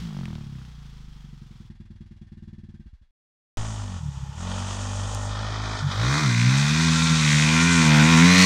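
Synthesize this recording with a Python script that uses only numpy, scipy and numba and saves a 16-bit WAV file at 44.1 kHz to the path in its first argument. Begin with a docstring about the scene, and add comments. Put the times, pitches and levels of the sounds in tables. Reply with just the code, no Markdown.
"""First a far single-cylinder four-stroke dirt bike drops its revs, idles lumpily and stalls.
After a silent gap a second bike comes up a sand hill in surges, shutting its throttle twice on the way.
The far bike is clicks ringing a pipe, soft thumps, hum and filtered noise. The near one is sine waves for
the exhaust boom, filtered clicks and noise for its bark, clatter and sand, and close up a gear whine."""
import sys
import numpy as np
from scipy import signal
from scipy.fft import rfft, irfft
from scipy.io import wavfile
from scipy.ndimage import uniform_filter1d
from numba import njit

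SR = 44100
rng = np.random.default_rng(int(sys.argv[2]) if len(sys.argv) > 2 else 0)


def put_to_file(sound):
    """Save the sound as 16-bit audio at rate SR, in the file named by the first command-line argument."""
    columns = np.atleast_2d(sound).T  # one column per channel
    safe = np.clip(columns, -1, 1)
    whole_steps = np.round(safe * 32767)
    wavfile.write(sys.argv[1], SR, whole_steps.astype(np.int16))


N = 372644

GAP_START_S, GAP_END_S = 3.108, 3.572  # silence between the two scenes
TOP_HZ = 15750  # nothing much is heard above this

# Far bike slowing down: (time [s], length of an engine cycle [ms])
FAR_CYCLE_LENGTH = [(0, 16.34), (.12, 19.76), (.4, 27.34), (.8, 35.33), (1.3, 42.83), (1.8, 51.28),
                    (2.75, 53.18), (3.1, 99.89)]
# Far bike: (time [s], thump level [dB], thump pitch [Hz], burn level [dB],
# hum level at the cycle rate [dB], hum level at the crank rate [dB])
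FAR_ENGINE = [(0, -37.5, 176, -48, -36, -36.5), (.2, -37, 167, -40, -56, -55),
              (.36, -40.5, 132, -38.5, -51, -47), (.45, -39, 132, -48.5, -44, -54),
              (.6, -41, 135, -50, -63, -46), (.75, -45.5, 141, -66, -51, -43.5),
              (1.1, -48.5, 141, -54, -45.5, -43.5), (1.3, -44.5, 148, -51, -59, -44),
              (1.6, -48, 123, -44, -69, -49.5), (2.0, -48.5, 86, -43.5, -77, -51),
              (2.78, -45.5, 92, -44.5, -68, -59), (2.86, -44, 55, -49.5, -68.5, -51),
              (2.95, -46.5, 52.2, -72, -69, -55), (3.1, -65, 60, -61, -85.5, -62)]
# Pipe of the far bike: (frequency [Hz], level [dB])
FAR_PIPE = [(15, -10), (40, -9.5), (85, 2), (112, -10), (142, 3.5), (176, -6), (215, 0), (250, -13.5),
            (282, -37), (330, -12), (390, -29), (470, -54), (900, -84)]
# Far bike, strength of the click behind each cycle's tick, before filtering: (time [s], level [dB])
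FAR_TICK = [(0, -23), (.15, -7.5), (.36, -10), (.45, -24), (.7, -31), (1.0, -45), (3.1, -64)]
# Exhaust cracks of the far bike: (time [s], peak level [dB], pitch [Hz])
FAR_CRACKS = [(0.189, -47, 937), (0.233, -34, 1080), (0.2554, -28, 2150), (0.3033, -42, 999),
              (0.3287, -43, 2500), (0.3531, -35.5, 2780), (0.4075, -42, 1550), (0.5527, -44, 1420),
              (0.5851, -47, 1050), (0.616, -43, 1210), (0.6495, -44, 1600)]
# Hiss of the far bike, first sand and then gas: (time [s], level [dB])
FAR_HISS = [(0, -47), (.12, -51.5), (.4, -56.5), (1.62, -63), (1.76, -68), (2.75, -71), (2.93, -74.5),
            (3.1, -83)]
# Sand running down the slope: (frequency [Hz], level [dB])
FAR_SAND_COLOUR = [(260, -22), (450, 4), (649, -11.5), (730, 1), (1130, 2), (2650, -2.5), (3200, 0),
                   (3900, -1.5), (5610, -4), (11500, -22), (15000, -23)]
# Bands that waver in the running sand: (centre [Hz], width [Hz], level [dB])
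FAR_SAND_RINGS = [(1320, 100, -21), (3280, 200, -15.5)]
# Gas at idle: (frequency [Hz], level [dB])
IDLE_GAS_COLOUR = [(260, -41), (450, -9), (592, -7), (670, -13), (769, -5), (1490, -8), (1610, -3.5),
                   (2960, -10.5), (4050, -9), (4590, -10.5), (12000, -31.5), (15600, -59), (22000, -120)]
# Bands that stand out in the gas at idle: (centre [Hz], width [Hz], level [dB])
IDLE_GAS_RINGS = [(1570, 67, -16), (1810, 32, -18), (2810, 31, -17), (3390, 47, -15)]
SAND_STOPS_S = (1.69, 1.7)  # the sand hiss gives way to gas
MISFIRE_S, MISFIRE_DB = (1.12, 2.33), -15  # while every second burn is weak, and by how much
LOW_THUMP_HZ, LOW_THUMP_DB = 60, -7  # a second, lower ring in each thump, beside the first

# Climbing bike: (time [s], firing rate [Hz])
FIRING_RATE = [(3.57, 54.3), (3.73, 53.8), (3.94, 45.84), (4.03, 38.8), (4.1, 34.9), (4.18, 33),
               (4.32, 34.44), (4.38, 40.4), (4.43, 45), (4.82, 49.46), (5.01, 48.54), (5.1, 51), (5.24, 50),
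               (5.42, 52.65), (5.74, 52.5), (5.8, 50.7), (5.87, 46.2), (5.95, 48.94), (6.03, 57.55),
               (6.18, 77.3), (6.21, 77.8), (6.3, 59.4), (6.35, 58.2), (6.44, 60.14), (6.6, 70.8),
               (6.67, 72.53), (6.8, 80.4), (6.86, 82.73), (6.9, 79.75), (7.06, 81.1), (7.17, 79.16),
               (7.25, 75.6), (7.33, 74.44), (7.47, 76.45), (7.6, 82.1), (7.67, 85.13), (7.73, 85.4),
               (7.86, 77.75), (7.96, 74.7), (8.04, 77), (8.11, 83.27), (8.16, 79.74), (8.28, 88.9),
               (8.45, 92.8)]
# Climbing bike drawing near, throttle open:
# (time [s], exhaust boom [dB], bark [dB], clatter [dB], sand [dB])
APPROACH = [(3.57, -31.5, -38.5, -41, -45), (3.73, -32.5, -42.5, -45, -47.5), (3.95, -35.5, -46, -48, -51),
            (4.4, -34, -42, -45, -50), (4.5, -32.5, -36.5, -39, -45), (4.65, -33, -38.5, -39, -43.5),
            (5.25, -31.5, -37, -41.5, -42), (5.33, -32, -38.5, -35, -52.5), (5.75, -31, -36, -32.5, -49),
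            (5.88, -28.5, -36, -30, -47.5), (5.96, -27.5, -35, -29, -49), (6.04, -19.5, -27, -26, -43),
            (6.16, -25, -30.5, -25, -38), (6.25, -22, -32, -24.5, -38.5), (6.31, -28, -34, -26, -38.5),
            (6.44, -23.5, -47, -24.5, -39), (6.8, -19.5, -35.5, -22.5, -35), (7.3, -20, -36, -22, -30),
            (7.55, -19, -30, -22.5, -31.5), (7.74, -16.5, -29, -23, -29.5), (7.95, -15.5, -25, -21.5, -33),
            (8.3, -13, -26, -20.5, -26.5), (8.45, -11.5, -34, -16.5, -27.5)]
CREST_S = (5.85, 6.1)  # the bike comes over a rise into full view
# Share of an exhaust order by its pitch, down the slope: (frequency [Hz], level [dB])
BOOM_FAR = [(40, -10), (53, -3.5), (92, 1.5), (110, 0), (135, -12.5), (150, -20), (162, -13), (182, -4.5),
            (200, -17), (220, -10), (245, -13.5), (265, -27.5)]
# The same close up: (frequency [Hz], level [dB])
BOOM_NEAR = [(58, -19), (72, -18.5), (82, -12.5), (92, -13.5), (118, 6), (160, -1), (176, -2), (210, -8),
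             (240, -8), (265, -11), (290, -24), (325, -25), (370, -34.5), (460, -35.5)]
# The same with the throttle shut: (frequency [Hz], level [dB])
BOOM_SHUT = [(34, -26), (47, -22), (68, -3.5), (95, -11), (110, -8.5), (140, -2.5), (165, -13),
             (190, -18.5), (240, -31)]
# The boom dips briefly: (time [s], depth [dB])
BOOM_DIPS = [(5.78, -12), (5.925, -7), (6.203, -8)]
DIP_S = 0.027  # width of a dip at half its depth
# Order k gains BRIGHTEN * (k - 2) dB for each dB of boom above the given level
BRIGHTEN, BRIGHT_FROM_DB = 0.55, -19.5
# The throttle shuts: (start [s], end [s], extra level of the first thumps [dB])
LIFTS = [(3.998, 4.369, 7.5), (5.816, 5.895, 9)]
OVERRUN_S, LUMPY_DB = 0.089, 4  # how long those louder thumps last; how uneven the later ones are
SHUT_OPENING = .15  # throttle opening left when shut
SHUT_DB = (-8.5, -5.5, -7.5)  # change of bark, clatter and sand, times the share of opening lost
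WHEELSPIN_S, WHEELSPIN_DB = (5.94, 6.2), (-12, 0.5, -16, -28.5, -34)  # revs flare; orders 1 to 5
SPELL_EDGE_S = 0.041  # how long lifts and wheelspin take to come and go

# Bark close up: (frequency [Hz], level [dB])
BARK_NEAR = [(160, -71), (280, 6), (350, -7), (474, -11), (602, -14.5), (886, -13), (1090, 0), (1260, -8),
             (1370, 1.5), (1660, -3.5), (2000, -10), (2600, -15.5), (4400, -120)]
# Bark down the slope: (frequency [Hz], level [dB])
BARK_FAR = [(140, -33), (230, 0.5), (321, -11), (548, -5.5), (606, 0.5), (713, -4.5), (802, 0.5),
            (1430, -5), (1640, -14), (1830, -4), (2600, -26.5), (4400, -120)]
COAST_HZ, COAST_DB = 846, 0  # a band of gas added to the bark as the throttle shuts
# Engine clatter close up: (frequency [Hz], level [dB])
CLATTER_NEAR = [(710, -13.5), (1200, 3), (1270, -7), (1400, -8), (1550, 5), (1690, -2), (2000, 4.5),
                (2160, -1), (2400, 8.5), (2710, -2), (3070, 1), (3780, 6), (5100, -3.5), (6350, -4),
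                (6900, -35), (11400, -120)]
# Engine clatter down the slope: (frequency [Hz], level [dB])
CLATTER_FAR = [(710, -15.5), (1200, -1), (1430, -1), (1640, -10), (1820, -2.5), (2080, -21), (2440, -4.5),
               (2710, -9), (3010, -3), (3530, -6), (4200, -13.5), (4710, -11), (5200, -12.5), (6600, -19.5),
               (8200, -50), (11400, -120)]
# Rings of the engine casing, against each other: (centre [Hz], width [Hz], level [dB])
CASING = [(1825, 8.3, -7.5), (2038, 11, -1.5), (2393, 66, -3.5)]
# Three rings in the clatter whose pitch and level wander, the lowest: (time [s], pitch [Hz], level [dB])
LOW_RING = [(5.95, 1200, -8), (6.05, 1410, -20), (6.19, 1130, -10.5), (6.3, 1410, -11), (6.69, 1420, -11.5),
            (6.9, 1369, -14.5), (7.3, 1439, -14.5), (7.4, 1478, -13), (7.82, 1382, -17), (7.97, 1516, -6),
            (8.25, 1420, -14.5), (8.4, 1351, -9.5)]
# The middle one: (time [s], pitch [Hz], level [dB])
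HIGH_RING = [(5.95, 1800, -12), (6.3, 1900, -40), (6.6, 2300, -29), (7.2, 2140, -33), (7.29, 2060, -23),
             (7.36, 2430, -18), (7.62, 2374, -22), (7.9, 2200, -22), (8.22, 2210, -8), (8.27, 1980, -8),
             (8.44, 1993, -9)]
# The highest: (time [s], pitch [Hz], level [dB])
TOP_RING = [(6.1, 3500, -20), (6.22, 3579, -31), (7.2, 3890, -20), (7.8, 3666, -17), (8.28, 4033, -13),
            (8.45, 4403, -11)]
RING_WIDTH_HZ = 120
# Sand off the tyre: (frequency [Hz], level [dB])
SAND_COLOUR = [(2470, -22), (4200, -6.5), (4950, -2.5), (5650, 3), (6630, 6), (7520, 2), (9120, -4.5),
               (10000, -15.5), (11300, -26), (14600, -35), (15600, -42)]
# Stone clicks: (time [s], peak level [dB], pitch [Hz])
STONES = [(5.1484, -20, 5860)]
# Band cancelled by the sound off the ground: (time [s], centre [Hz], depth [0 to 1])
GROUND_NOTCH = [(3.57, 2420, 0.37), (4.4, 2150, 0.3), (5.2, 2200, 0.34), (5.27, 2700, 0.74),
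                (5.7, 2820, 0.94), (5.95, 2685, 0.93), (6.4, 2930, 0.7), (7.4, 3020, 0.17),
                (8.1, 2940, 0.18)]
NOTCH_WIDTH_HZ = 1200

# Climbing bike in full view: (time [s], upper orders [dB], gear whine [dB], crack in each cycle [dB])
CLOSE = [(5.9, -63, -69, -59), (6.0, -48, -58, -40), (6.16, -40, -34, -49.5), (6.29, -54, -42, -39),
         (6.4, -53, -55, -31.5), (6.62, -45.5, -52, -45), (6.8, -50, -38, -46), (7.1, -46, -36, -54),
         (7.22, -69, -39, -33), (7.3, -52, -56, -28), (7.48, -40.5, -56, -29.5), (7.58, -40, -32.5, -31),
         (7.75, -41, -32.5, -34.5), (7.95, -32, -39, -29.5), (8.2, -32, -40, -27.5),
         (8.45, -31.5, -43, -30)]
# Clean exhaust orders above the boom: (multiple of the firing rate, level [dB])
UPPER_ORDERS = [(6, -10.5), (7, -9.5), (9, -7.5), (10, -8), (11, -6.5), (12, -1.5), (13, -5.5), (14, -10.5)]
GEAR_TEETH = 17  # gear meshes per firing
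# Neighbouring whines under load: (meshes per firing, level [dB])
SIDE_WHINES = [(18, -1), (22, -3)]
SIDE_WHINES_S = (7.45, 7.82)  # while they sound
CRACK_HZ, CRACK_WIDTH_HZ = 2140, 652  # middle pitch of the cracks; width of the first of two filters


def undb(db):
    """Decibels to a plain factor."""
    return np.exp(np.asarray(db) * np.log(10) / 20)


def level(x, db):
    """Scale a sound to a chosen average (RMS) level."""
    return x * undb(db) / np.sqrt(np.mean(x ** 2))


def columns(table):
    """Every column of a curve table, one value per sample."""
    times, *curves = np.transpose(table)
    return [np.interp(np.arange(N) / SR, times, curve) for curve in curves]


def span(start_s, end_s, edge_s):
    """1 between two times, 0 outside, sloping through one half at each."""
    t = np.arange(N) / SR
    return np.clip(np.minimum(t - start_s, end_s - t) / edge_s + .5, 0, 1)


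def walk(rate):
    """Random levels, rate a second, joined smoothly; spread near 1."""
    place = np.arange(N) * rate / SR
    levels = rng.standard_normal(int(place[-1]) + 2)
    index, slide = place.astype(int), place % 1
    return levels[index] + np.diff(levels)[index] * slide ** 2 * (3 - 2 * slide)


@njit
def svf(x, hz, width):
    """State-variable band-pass with a moving centre and width, gain 1 at the centre."""
    y, b, l = np.empty(len(x)), 0., 0.
    for i in range(len(x)):
        g, k = np.tan(np.pi * hz[i] / SR), width[i] / hz[i]
        v = (b + g * (x[i] + 1e-18 - l)) / (1 + g * (g + k))
        b, l, y[i] = 2 * v - b, l + 2 * g * v, k * v
    return y


def band(x, hz, width_hz):
    """The band-pass for fixed or moving settings."""
    return svf(x, hz + 0 * x, width_hz + 0 * x)


def colour(x, points):
    """Filter through (Hz, dB) points without ringing ahead of time, from the folded cepstrum."""
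    size = 2 ** 13
    hz, db = np.transpose(points)
    grid_hz = np.arange(size + 1) * SR / 2 / size
    cep = irfft(np.log(undb(np.interp(np.log(grid_hz + 1), np.log(hz), db))))
    cep[1:size] *= 2
    cep[size + 1:] = 0
    return signal.fftconvolve(x, irfft(np.exp(rfft(cep)))[:size])[:N]


def rings(x, table):
    """A sound plus narrow bands of it that drift and swell."""
    out = x
    for hz, width, db in table:
        ring = band(x, hz * (1 + 0.017 * walk(3.3)), width)
        out = out + undb(db + 2.7 * walk(4.26)) * level(ring, 0)
    return out


def ticks(events, ring_s, q):
    """Short damped noisy rings."""
    out, t = np.zeros(N), np.arange(int(.02 * SR)) / SR
    for s, db, hz in events:
        ring = band(rng.standard_normal(len(t)) * np.exp(-t / ring_s), hz, hz / q)
        ring = band(ring, hz, hz / q)
        out[int(s * SR):int(s * SR) + len(t)] += undb(db) * ring / np.abs(ring).max()
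    return out


def firings(cycles):
    """A unit click where each cycle begins, split over two samples."""
    clicks = np.zeros(N)
    at = np.interp(np.arange(1, int(cycles[-2])), cycles, np.arange(N))
    clicks[at.astype(int)] = 1 - at % 1
    clicks[at.astype(int) + 1] = at % 1
    return clicks


def puffs(cycles, share, fall):
    """Noise of which a share swells and dies as a puff in every cycle."""
    phase = cycles % 1
    puff = (1 - np.exp(-phase / 0.091)) * np.exp(-phase / fall)
    return rng.standard_normal(N) * (1 - share + share * puff)


def far_hiss(cycles, skip_db):
    """Grains of sand running down the slope, then gas puffing once a cycle at idle."""
    (hiss_db,) = columns(FAR_HISS)
    grit = puffs(cycles, .5, .45) * undb(2 * rng.exponential(size=N))
    sand = rings(level(colour(grit, FAR_SAND_COLOUR), 0), FAR_SAND_RINGS)
    gas = rings(level(colour(puffs(cycles, .85, .35), IDLE_GAS_COLOUR), 0), IDLE_GAS_RINGS)
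    gas = gas * undb(.12 * skip_db * (np.floor(cycles) % 2 == 0))
    still = np.interp(np.arange(N) / SR, SAND_STOPS_S, (0, 1))
    return ((1 - still) * sand + still * gas) * undb(hiss_db + .6 * walk(20))


def far_thumps(clicks, ring_hz, pump_luck, burn_luck):
    """Each cycle pumps a soft push of air that rings at a low pitch and a lower second one."""
    push = np.convolve(clicks * undb(1.8 * pump_luck), np.hanning(SR // 200), "same")
    soft = band(push, ring_hz * (1 + .06 * burn_luck), 130.)
    pump = level(band(soft, ring_hz, 24) + undb(-11) * band(soft, ring_hz, 130), 0)
    low = band(band(push, LOW_THUMP_HZ, 30), LOW_THUMP_HZ, 59.5)
    return level(pump + level(low, LOW_THUMP_DB), 0)


def far_bike():
    """Each cycle pumps a thump and a burn rings the whole pipe; for a spell every second burn is weak."""
    (cycle_ms,), (tick_db,) = columns(FAR_CYCLE_LENGTH), columns(FAR_TICK)
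    pump_db, ring_hz, burn_db, cycle_db, turn_db = columns(FAR_ENGINE)
    cycles = np.cumsum(1000 / cycle_ms) / SR
    skip_db = MISFIRE_DB * span(*MISFIRE_S, 0.14)
    whole = np.floor(cycles + .5).astype(int)
    pump_luck, burn_luck = rng.standard_normal((N // 200, 2))[whole].T
    clicks = firings(cycles)
    thumps = far_thumps(clicks, ring_hz, pump_luck, burn_luck)
    burns = clicks * undb(burn_luck + skip_db * (whole % 2 == 0))
    pipe = -level(colour(burns, FAR_PIPE), 0)
    tick = band(band(clicks * undb(tick_db + 2.4 * burn_luck), 750, 898), 750, 881)
    cracks = ticks(FAR_CRACKS, .0017, .9) + tick
    # the crank turns twice a cycle
    hum = undb(cycle_db) * np.sin(2 * np.pi * cycles) + undb(turn_db) * np.sin(4 * np.pi * cycles)
    engine = undb(pump_db) * thumps + undb(burn_db) * pipe + np.sqrt(2) * hum
    return engine + far_hiss(cycles, skip_db) + cracks


def low_rumble():
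    """Low filtered noise that lies under the exhaust boom."""
    points = [(15, -14), (30, -4), (200, 14.0), (400, -32.0)]  # (frequency [Hz], level [dB])
    return level(colour(rng.standard_normal(N), points), -21.0)


def tyre_sand():
    """Sand off the tyre: noise grains of uneven size, filtered to a hiss."""
    grains = rng.standard_normal(N) * undb(2.0 * rng.exponential(size=N))
    return level(colour(grains, SAND_COLOUR), 0) * undb(1.5 * walk(22))


def engine_clatter(cycles, size, clicks, near):
    """Noise puffs and firing clicks shake the engine, ringing its casing in narrow bands."""
    rattle = level(puffs(cycles, .4, .35) * size, 0) + .45 * clicks
    knock = band(rattle + clicks, 3820, 3485)
    casing = 0
    for hz, width, db in CASING:
        casing = casing + undb(db + 3 * walk(3)) * band(knock, hz * (1 + .012 * walk(2)), width)
    close = level(colour(rattle, CLATTER_NEAR), -2) + level(casing, -7)
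    for table in (LOW_RING, HIGH_RING, TOP_RING):
        ring_hz, ring_db = columns(table)
        ring = level(band(rattle + 0.46 * clicks, ring_hz, RING_WIDTH_HZ), 0)
        close = close + undb(ring_db + 2.0 * walk(15)) * ring
    return near * close + (1 - near) * level(colour(rattle, CLATTER_FAR), 0)


def rasp(clicks, spread_s):
    """Each firing is smeared by the pipe's echoes, every pitch with its own lag; the smear changes slowly."""
    size, turn = 2048, walk(3)
    lags = spread_s * uniform_filter1d(rng.random((2, size // 2 + 1)), size=6) ** 2 * 3
    shapes = irfft(np.exp(-2j * np.pi * np.cumsum(lags, axis=1) * SR / size))
    one, two = (signal.fftconvolve(clicks, shape)[:N] for shape in shapes)
    return level(np.cos(turn) * one + np.sin(turn) * two, 0)


def exhaust_bark(cycles, clicks, near, throttle):
    """Sharp firings and rushing gas, coloured by the exhaust."""
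    gas = level(puffs(cycles, 0.094, 0.97), 0)
    # close up the firings stand clear of the gas rush; down the slope they blur into it
    bark_near = level(colour(clicks + undb(-10) * gas, BARK_NEAR), 0)
    bark_far = level(colour(clicks + undb(-1) * gas, BARK_FAR), 0)
    coasting = level(band(gas, COAST_HZ, RING_WIDTH_HZ), COAST_DB)
    return near * bark_near + (1 - near) * bark_far + (1 - throttle) * coasting


def off_ground(x):
    """The sound off the ground cancels a narrow band and, less, its octave."""
    notch_hz, depth = columns(GROUND_NOTCH)
    octave = band(x, 2 * notch_hz, 2 * NOTCH_WIDTH_HZ)
    return x - depth * (band(x, notch_hz, NOTCH_WIDTH_HZ) + 0.11 * octave)


def exhaust_orders(hz, boom_db, near):
    """Level of each low order from its pitch, recoloured by lifts and wheelspin; also the throttle opening."""
    order = np.arange(1, 6)[:, None]

    def share(points):
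        """Level of every order at its present pitch."""
        points_hz, points_db = np.transpose(points)
        return np.interp(np.log(order * hz), np.log(points_hz), points_db)

    bright_db = BRIGHTEN * np.maximum(boom_db - BRIGHT_FROM_DB, 0) * (order - 2)
    order_db = near * (share(BOOM_NEAR) + bright_db) + (1 - near) * share(BOOM_FAR)
    order_db += span(*WHEELSPIN_S, SPELL_EDGE_S) * (np.array(WHEELSPIN_DB)[:, None] - order_db)
    throttle = np.ones(N)
    lumps_db = LUMPY_DB * walk(35)
    for start_s, end_s, first_db in LIFTS:
        shut = span(start_s, end_s, SPELL_EDGE_S)
        first = span(start_s, start_s + OVERRUN_S, SPELL_EDGE_S)
        shut_db = share(BOOM_SHUT) + first * first_db + (1 - first) * lumps_db
        order_db += shut * (shut_db - order_db)
        throttle -= shut * (1 - SHUT_OPENING)
    dips_db = sum(db * span(s - DIP_S / 2, s + DIP_S / 2, DIP_S) for s, db in BOOM_DIPS)
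    return boom_db + dips_db + order_db, throttle


def exhaust_boom(cycles, order_db):
    """Sine waves at one to five times the firing rate, each wavering in level."""
    boom = 0
    for order, db in enumerate(order_db, start=1):
        wave = np.cos(2 * np.pi * order * cycles - .8)
        boom = boom + np.sqrt(2) * undb(db + 1.47 * walk(25)) * wave
    return boom


def close_engine(cycles):
    """In full view: clean upper orders, a gear whine and a short crack in every cycle."""
    upper_db, whine_db, crack_db = columns(CLOSE)
    upper = 0
    for order, db in UPPER_ORDERS:
        upper = upper + undb(db + 1.0 * walk(7)) * np.cos(2 * np.pi * order * cycles + order ** 2)
    whine = undb(1.53 * walk(12)) * np.cos(2 * np.pi * GEAR_TEETH * cycles)
    loaded = span(*SIDE_WHINES_S, .1)
    for count, db in SIDE_WHINES:
        whine += loaded * undb(db + 2.7 * walk(24)) * np.cos(2 * np.pi * count * cycles)
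    size_luck, pitch_luck = rng.standard_normal((N // 200, 2))[cycles.astype(int)].T
    crack_hz = CRACK_HZ * (1 + .04 * walk(9) + .03 * pitch_luck)
    snap = firings(cycles + .5) * undb(1.5 * size_luck)  # halfway between the firing clicks
    crack = band(band(snap, crack_hz, CRACK_WIDTH_HZ), crack_hz, 2 * CRACK_WIDTH_HZ)
    tones = np.sqrt(2) * (undb(upper_db) * upper + undb(whine_db) * whine)
    return tones + undb(crack_db) * level(crack, 0)


def climbing_bike():
    """Each firing drives the boom, bark and clatter together; sand, stones and rumble join them."""
    (hz,), (boom_db, *treble_db) = columns(FIRING_RATE), columns(APPROACH)
    near = np.interp(np.arange(N) / SR, CREST_S, (0, 1))
    order_db, throttle = exhaust_orders(hz, boom_db, near)
    bark_db, clatter_db, sand_db = treble_db + np.array(SHUT_DB)[:, None] * (1 - throttle)
    cycles = np.cumsum(hz * (1 + .001 * walk(30))) / SR
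    size = undb(rng.standard_normal(N // 200)[cycles.astype(int)])  # every burn is a little different
    clicks = rasp(firings(cycles) * size ** .5 * throttle, .006)
    treble = undb(bark_db) * exhaust_bark(cycles, clicks, near, throttle)
    treble += undb(clatter_db) * engine_clatter(cycles, size, clicks, near)
    treble += undb(sand_db) * tyre_sand()
    rumble = undb(order_db[1]) * low_rumble()  # follows the second order
    out = exhaust_boom(cycles, order_db) + off_ground(treble) + rumble
    return out + ticks(STONES, .001, 1.8) + near * close_engine(cycles)


def scene():
    """Two scenes with silence between; the second cuts in on a microphone offset that jumps down and dies away."""
    t = np.arange(N) / SR
    offset = -undb(-21.5) * np.exp(-np.abs(t - GAP_END_S) / 0.043)
    first = far_bike() * (t < GAP_START_S)
    second = (climbing_bike() + offset) * (t > GAP_END_S)
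    return (first + second)[None]


def record(dry):
    """Round the loudest peaks and cut the top of the treble."""
    low_pass = signal.ellip(8, .2, 70, TOP_HZ, fs=SR, output="sos")
    return signal.sosfilt(low_pass, np.tanh(dry))


dry = scene()
out = record(dry)
put_to_file(out)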